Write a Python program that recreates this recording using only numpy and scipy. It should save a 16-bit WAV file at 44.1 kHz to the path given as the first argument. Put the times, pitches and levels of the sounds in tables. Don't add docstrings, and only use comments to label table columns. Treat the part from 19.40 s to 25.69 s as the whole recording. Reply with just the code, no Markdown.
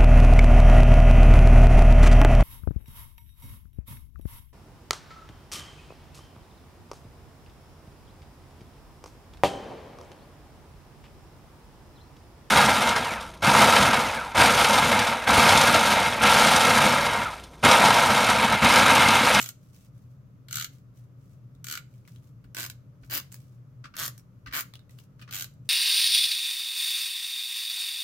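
import sys
import numpy as np
from scipy import signal
from scipy.fft import rfft, irfft
from scipy.io import wavfile
from scipy.ndimage import uniform_filter1d

SR = 44100
rng = np.random.default_rng(int(sys.argv[2]) if len(sys.argv) > 2 else 0)


def put_to_file(sound):
    columns = np.atleast_2d(sound).T
    safe = np.clip(columns, -1, 1)
    whole_steps = np.round(safe * 32767)
    wavfile.write(sys.argv[1], SR, whole_steps.astype(np.int16))


N = 277389
TIME = np.arange(N) / SR


def from_db(db):
    return 10 ** (np.asarray(db) / 20)


def rms_one(x):
    return x / np.sqrt(np.mean(x ** 2) + 1e-20)


def colour(x, spectrum, size=8192):
    hz, level_db = np.transpose(spectrum)
    grid_hz = np.maximum(np.arange(size // 2 + 1) * SR / size, 1)
    gain = rms_one(from_db(np.interp(np.log(grid_hz), np.log(hz), level_db)))
    cepstrum = irfft(np.log(gain))
    cepstrum[1:size // 2] *= 2
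    cepstrum[size // 2 + 1:] = 0
    impulse = irfft(np.exp(rfft(cepstrum)))
    return signal.oaconvolve(x, impulse[None], axes=1)[:, :x.shape[1]]


def resonance(x, hz, width_hz):
    r = np.exp(-np.pi * width_hz / SR)
    zeros = np.sqrt((1 - r * r) / 2) * np.array([1, 0, -1])
    poles = [1, -2 * r * np.cos(2 * np.pi * hz / SR), r * r]
    return signal.lfilter(zeros, poles, x + 1e-18)


def lowpass(x, order, hz):
    return signal.sosfilt(signal.butter(order, hz, fs=SR, output="sos"), x)


def close_pair(x, apart_hz=700, bass_share=0.23):
    mid, side = (x[0] + x[1]) / 2, (x[0] - x[1]) / 2
    side = side - (1 - bass_share) * lowpass(side, 1, apart_hz)
    return np.array([mid + side, mid - side])


def stereo_noise(alike, size=N):
    mid, side = rng.standard_normal((2, size))
    alike = np.clip(alike, -1, 1)
    return (np.sqrt(1 + alike) * mid + np.sqrt(1 - alike) * side * [[1], [-1]]) / np.sqrt(2)


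def add(out, start_s, sound):
    at = max(round(start_s * SR), 0)
    out[..., at:at + sound.shape[-1]] += sound[..., :out.shape[-1] - at]


def contact(noise, rise_s, hold_s, fade_s):
    t = TIME[:noise.shape[1]]
    burst = noise * np.minimum(t / rise_s, 1) * np.exp(-np.maximum(t - hold_s, 0) / fade_s)
    return rms_one(burst) * np.sqrt(0.004 * SR / len(t))


# time_s, relative_level_db
TONE_WAVER = [(0.0, -47.5), (0.05, -50.5), (0.38, -59.5), (0.56, -48.5), (1.01, -55), (1.17, -42),
              (1.26, -52.5), (2.28, -49), (2.35, -67), (2.4, -43), (2.43, -51), (4.47, -49.5), (4.54, -79),
              (4.62, -46.5), (5.04, -59), (5.06, -46), (5.17, -55), (6.29, -49)]
# frequency_hz, relative_level_db
RUMBLE_SPECTRUM = [(20, -14), (35, -8.5), (55, 6), (72, -1), (92, 12.5), (110, 6.5), (160, 7), (195, 7),
                   (225, -3), (270, 0.5), (340, -9.5), (600, -11), (800, -28.5), (1250, -35)]
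# frequency_hz, relative_level_db
HISS_SPECTRUM = [(500, 0), (900, 1.5), (1250, 5.5), (1700, -4), (2500, -7.5), (4000, -13), (6300, -12),
                 (9000, -21), (13000, -12.5), (16000, -21)]


def background(mains_hz=120, drone_hz=124):
    drone = resonance(stereo_noise(1.0), drone_hz, width_hz=30.4)
    drone = rms_one(resonance(drone, drone_hz, width_hz=22.0))
    tone = drone + np.sin(2 * np.pi * mains_hz * TIME)
    tone = tone / np.sqrt(uniform_filter1d(np.mean(tone ** 2, axis=0), SR // 3))
    waver = from_db(np.interp(TIME, *np.transpose(TONE_WAVER)))
    rumble = lowpass(colour(stereo_noise(0.75), RUMBLE_SPECTRUM), 2, 1300)
    low = from_db(0.5) * waver * tone + from_db(-56.0) * rumble
    hiss = from_db(-72) * colour(stereo_noise(0.078), HISS_SPECTRUM)
    return low * from_db([[0.7], [-0.7]]) + hiss


def room(x, bounce_db=-8, near_db=-7, near_t60_s=0.081, far_db=-13, far_t60_s=0.27):
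    t = TIME[:SR // 2]
    onset = np.clip((t - 0.006) / 0.00068, 0, 1)
    shapes = [np.exp(-((t - 0.003) / 0.00041) ** 2),
              onset * from_db(-60 * t / near_t60_s),
              onset * from_db(-60 * t / far_t60_s)]
    bounce, near, far = [rms_one(stereo_noise(0.1, len(t)) * shape) / np.sqrt(len(t)) for shape in shapes]
    far = lowpass(far, 1, 9000)
    echoes = from_db(bounce_db) * bounce + from_db(near_db) * near + from_db(far_db) * far
    return x + signal.oaconvolve(x, echoes, axes=1)[:, :N]


# start_s, level_db
THUMP_EVENTS = [(2.14, -54.5), (3.039, -49.5), (3.61, -51), (4.43, -58.5), (5.061, -44.5)]


def thumps(table_hz=54, swell_s=0.023, board_hz=272, board_db=-8, board_s=0.018):
    t = TIME[:SR // 2]

    def swelling_sine(hz, peak_s):
        return (t / peak_s * np.exp(1 - t / peak_s)) ** 2 * np.sin(2 * np.pi * hz * t)

    thump = swelling_sine(table_hz, swell_s) + from_db(board_db) * swelling_sine(board_hz, board_s)
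    out = np.zeros((2, N))
    for start_s, level_db in THUMP_EVENTS:
        add(out, start_s, from_db(level_db) * thump)
    return out


# start_s, length_s, relative_level_db
SLIDE_EVENTS = [(0.178, 0.22, -70), (0.318, 0.11, -61.5), (0.395, 0.11, -62.5), (0.516, 0.2, -72.5),
                (0.685, 0.091, -74.5), (1.31, 0.12, -65.5), (1.533, 0.15, -67.5), (1.76, 0.3, -73.5),
                (1.909, 0.056, -71.5), (2.47, 0.26, -72.5), (2.647, 0.21, -66.5), (2.815, 0.12, -68.5),
                (3.606, 0.13, -67.5), (3.906, 0.079, -55.5), (3.967, 0.082, -64.5), (4.01, 0.22, -71.5),
                (5.493, 0.082, -61), (5.566, 0.1, -60), (5.785, 0.068, -62.5), (6.243, 0.07, -72.5)]
# frequency_hz, relative_level_db
PAPER_SPECTRUM = [(1200, -11.5), (2500, -4.5), (4000, -6.5), (6300, -3.5), (9000, -8), (13000, -6.5),
                  (16000, -8)]


def slides(grains_per_s=140, grain_db=7, attack_share=0.23):
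    level = np.zeros(N)
    for start_s, length_s, level_db in SLIDE_EVENTS:
        progress = (TIME - start_s) / length_s
        level += from_db(level_db) * np.interp(progress, [0, attack_share, 1], [0, 1, 0])
    grains = 1.0 * (rng.random(N) < grains_per_s / SR)
    catches = signal.lfilter([1], [1, -np.exp(-1 / (0.0014 * SR))], grains + 1e-18)
    roughness = from_db(1.5 * rng.standard_normal(N))
    fibres = rms_one(stereo_noise(0.057) * roughness * (1 + from_db(grain_db) * catches))
    return from_db(-0.5) * colour(level * fibres, PAPER_SPECTRUM)


# frequency_hz, relative_level_db
EDGE_SPECTRUM = [(3000, -26.5), (5200, -3), (6800, 1), (9000, -0.5), (13000, -4), (16000, 0)]


def touches(events, spectrum, rise_s, fade_s, ring_db):
    body, edge, rings = np.zeros((3, 2, N))
    for start_s, level_db, sharp_db, ring_hz in events:
        noise = stereo_noise(0.11, size=2048)
        touch = from_db(level_db) * contact(noise, rise_s, hold_s=rise_s, fade_s=fade_s)
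        add(body, start_s, touch)
        add(edge, start_s, from_db(sharp_db) * touch)
        add(rings, start_s, resonance(touch, ring_hz, width_hz=0.065 * ring_hz))
    ringing_body = colour(body, spectrum) + from_db(ring_db) * rings
    return ringing_body / np.hypot(1, from_db(ring_db)) + colour(edge, EDGE_SPECTRUM)


# start_s, relative_level_db, sharpness_db, ring_hz
TICK_EVENTS = [(2.15, -69, 2, 3550), (2.539, -68.5, 2, 2290), (2.651, -64, -7, 2170), (2.676, -57, 2, 2020),
               (2.682, -56, -7, 2040), (2.76, -57.5, -5, 3040), (3.924, -53.5, 11, 4730),
               (3.942, -46, 5.5, 5160), (4.778, -55, 8, 6140), (4.794, -60.5, 5, 5700),
               (5.117, -57, -11, 1970), (5.337, -44.5, -5.5, 3370), (5.354, -47, -5, 2940),
               (5.392, -56, -7, 3700), (5.494, -60.5, 0, 1980), (5.587, -54, -2, 2800),
               (6.138, -76, 9, 5710)]
# frequency_hz, relative_level_db
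TICK_SPECTRUM = [(700, -3.5), (1300, 6), (2000, 4.5), (2600, 4.5), (3500, 4), (4800, 1.5), (6000, -9),
                 (16000, -50)]


def ticks():
    return from_db(-0.1) * touches(TICK_EVENTS, TICK_SPECTRUM, rise_s=0.00077, fade_s=0.002, ring_db=0.5)


# start_s, relative_level_db, sharpness_db, ring_hz
KNOCK_EVENTS = [(3.04, -60.5, -4, 1440), (3.632, -56, -14, 1450), (4.44, -44, -25, 1314),
                (4.446, -54, -13, 1350), (4.453, -45, -33, 1340), (4.538, -49, -18, 1420),
                (4.551, -50.5, -3, 1460), (5.06, -44, -10.5, 1490), (5.07, -43.5, -29, 1890),
                (5.08, -50, -16, 1810), (5.109, -49.5, -21, 1700), (5.793, -55, -32, 1350),
                (5.813, -50, -5, 2580), (5.821, -47.5, -26, 2440), (5.876, -52, -28, 1430),
                (5.888, -49, -15, 1390)]
# frequency_hz, relative_level_db
KNOCK_SPECTRUM = [(250, -2), (600, -15), (950, -16), (1230, 5), (1500, 0), (1900, -1.5), (2300, -6),
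                  (2750, -4), (3600, -10.5), (4600, -7.5), (7000, -16.5), (16000, -40)]


def knocks():
    return from_db(2.3) * touches(KNOCK_EVENTS, KNOCK_SPECTRUM, rise_s=0.0024, fade_s=0.0076, ring_db=-4)


def ratchet(count, first_ms, last_ms, starting_ms, stopping_ms,
            level_db, soft_db, fade_db, first_sharp_db, last_sharp_db):
    start_drag_kept, stop_drag_kept = 0.3, 0.1
    bite_teeth, fade_power = 1.12, 2.9
    scatter_ms, scatter_db, sharp_scatter_db = 0.25, 1.5, 2.1
    tooth = np.arange(round(count))
    gap, progress = tooth[:-1], tooth / tooth[-1]
    late, strong, sharp = rng.standard_normal((len(tooth), 3)).T
    gaps_ms = np.linspace(first_ms, last_ms, len(gap))
    gaps_ms += starting_ms * start_drag_kept ** gap
    gaps_ms += stopping_ms * stop_drag_kept ** gap[::-1]
    start_s = np.append(0, np.cumsum(gaps_ms) + scatter_ms * late[1:]) / 1000
    click_db = level_db - soft_db * np.exp(-tooth / bite_teeth) - fade_db * progress ** fade_power
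    click_db += scatter_db * strong
    sharp_db = np.linspace(first_sharp_db, last_sharp_db, len(tooth)) + sharp_scatter_db * sharp
    return np.column_stack([start_s, click_db, sharp_db])


def stroke(clicks, table_db, case_hz, width_hz, ring_db, upper_db, sizzle_db, peel_db, lead_ms, pan_db=-0.5):
    t, size = TIME[:SR // 4], 1024
    middle, treble = np.zeros((2, 2, len(t)))
    pattern = stereo_noise(0.48, size)
    for start_s, level_db, sharp_db in clicks:
        rattle = pattern + 1.02 * stereo_noise(0.15, size)
        rattle[1] = np.interp(t[:size] - lead_ms / 1000, t[:size], rattle[1])
        rattle = rattle * from_db([[pan_db], [-pan_db]])
        ping_hz = 6800 * 2 ** rng.normal(0, 0.12)
        ping = from_db(-15 + 9.4 * rng.uniform(-0.87, 1)) * resonance(rattle, ping_hz, width_hz=700)
        snap = contact(rattle + ping, rise_s=0.00088, hold_s=0.0011, fade_s=0.002)
        add(treble, start_s, from_db(level_db + sharp_db) * snap)
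        knock = contact(rattle, rise_s=0.001, hold_s=0.0013, fade_s=0.003)
        add(middle, start_s, from_db(level_db) * knock)
    start_s, level_db, sharp_db = clicks.T
    speed = np.interp(t, start_s, rms_one(1 / np.gradient(start_s)), 0, 0)
    grain = from_db(3.6 * rng.standard_normal(len(t)))
    peel = from_db(peel_db) * speed * rms_one(stereo_noise(0.26, len(t)) * grain)
    middle = middle + peel * from_db(np.interp(t, start_s, level_db))
    treble = treble + peel * from_db(np.interp(t, start_s, level_db + sharp_db))
    middle = middle / np.sqrt(1 + from_db(ring_db) ** 2 + from_db(upper_db) ** 2)
    treble = treble / np.hypot(1, from_db(sizzle_db))
    ring = from_db(ring_db) * resonance(middle, case_hz, width_hz)
    ring = ring - from_db(upper_db) * resonance(middle, 2 * case_hz, 2 * width_hz)
    return np.array([from_db(table_db) * middle, middle, treble, from_db(sizzle_db) * treble, ring])


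# start_s, click_count (rounded), first_gap_ms, last_gap_ms, starting_loss_ms,
# stopping_loss_ms, level_db, first_click_softer_db, fade_db, first_sharpness_db, last_sharpness_db
STROKE_MOTIONS = [(0.0025, 6.45, 7.6, 20.6, 4.25, 8.7, -39.5, -2, 0.5, 8.5, 8.5),
                  (1.0839, 11.3, 14.5, 12.8, 10.6, 7.8, -33.5, 11.5, -2, 0.2, 1),
                  (2.243, 8.8, 12.4, 13.5, 12.4, 8.9, -36.5, 10, 0.5, 6.5, -0.2),
                  (3.1466, 14.5, 4.8, 10.84, 15.2, 25.7, -38, 4.5, 3.5, 4.5, 6.5),
                  (3.698, 13.8, 6.42, 6.4, 5.04, 9.3, -37, 10, 3.5, 3.5, 7.5),
                  (4.566, 16.2, 5.8, 6.6, 5.4, 11.0, -36, 6.5, 1, 2, 5.5),
                  (5.1247, 11.9, 7.1, 6.45, 2.92, 3.4, -31.5, 6, 6.5, -5, 7.5),
                  (5.9093, 11.6, 7.3, 13.2, 8.5, 7.5, -37, 4.5, 2, 1, 7.5)]
# table_db, case_hz, case_width_hz, ring_db, upper_ring_db,
# sizzle_db, peel_db, left_lead_ms
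STROKE_GRIPS = [(-10, 1410, 180, -8, -19, -10, -11, 0.0905),
                (-15.5, 1420, 170, -2.5, 0, -16, -17.5, -0.061),
                (-17.5, 1410, 190, 0, -11.5, -21, -16.5, -0.0295),
                (-7.5, 1590, 300, -4.5, -14, -4.5, -15, -0.112), (-8, 1550, 420, -4.5, -20, 3.5, -4, 0.17),
                (-9.5, 1260, 750, -1.5, -10, -5, -10.5, 0.0012), (-10, 1470, 480, 3, -19, 1.5, -6, 0.094),
                (-13, 1480, 190, -5.5, -15, -8.5, -12, 0.068)]
# frequency_hz, relative_level_db
TABLE_SPECTRUM = [(120, -15), (260, -1), (450, -3.5), (620, -2), (800, -4.5), (1100, 6), (1600, -15),
                  (4000, -41.5)]
# frequency_hz, relative_level_db
SHELL_SPECTRUM = [(600, -37.5), (950, -5.5), (1200, -3.5), (1550, -10.5), (1850, -1.5), (2100, 2),
                  (2450, 1), (2950, 5.5), (3500, 0), (4200, 1.5), (5000, -0.5), (7000, -37), (16000, -66.5)]
# frequency_hz, relative_level_db
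SNAP_SPECTRUM = [(2000, -43), (4200, -22.5), (5200, -0.5), (5900, 0), (6600, 1.5), (7400, -1), (8200, 0.5),
                 (9200, -6), (11000, -3), (12800, 5.5), (15500, 0), (17000, -37.5)]
# frequency_hz, relative_level_db
SIZZLE_SPECTRUM = [(6000, -26), (10000, -7), (12000, -8), (14000, 7), (15400, 2.5), (17000, -19)]


def runner():
    parts = np.zeros((5, 2, N))
    for (start_s, *motion), grip in zip(STROKE_MOTIONS, STROKE_GRIPS):
        add(parts, start_s, stroke(ratchet(*motion), *grip))
    table, shell, snap, sizzle, ring = parts
    ring = signal.sosfilt(signal.butter(4, [1040, 3900], "band", fs=SR, output="sos"), ring)
    return (colour(table, TABLE_SPECTRUM) + from_db(1.5) * colour(shell, SHELL_SPECTRUM) + ring
            + from_db(-2.0) * colour(snap, SNAP_SPECTRUM) + colour(sizzle, SIZZLE_SPECTRUM))


def scene():
    on_table = slides() + ticks() + knocks() + runner()
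    return background() + thumps() + close_pair(room(on_table))


def record(dry):
    cutoff_hz = 16200
    return signal.sosfilt(signal.ellip(10, 0.3, 80, cutoff_hz, fs=SR, output="sos"), dry)


dry = scene()
out = record(dry)
put_to_file(out)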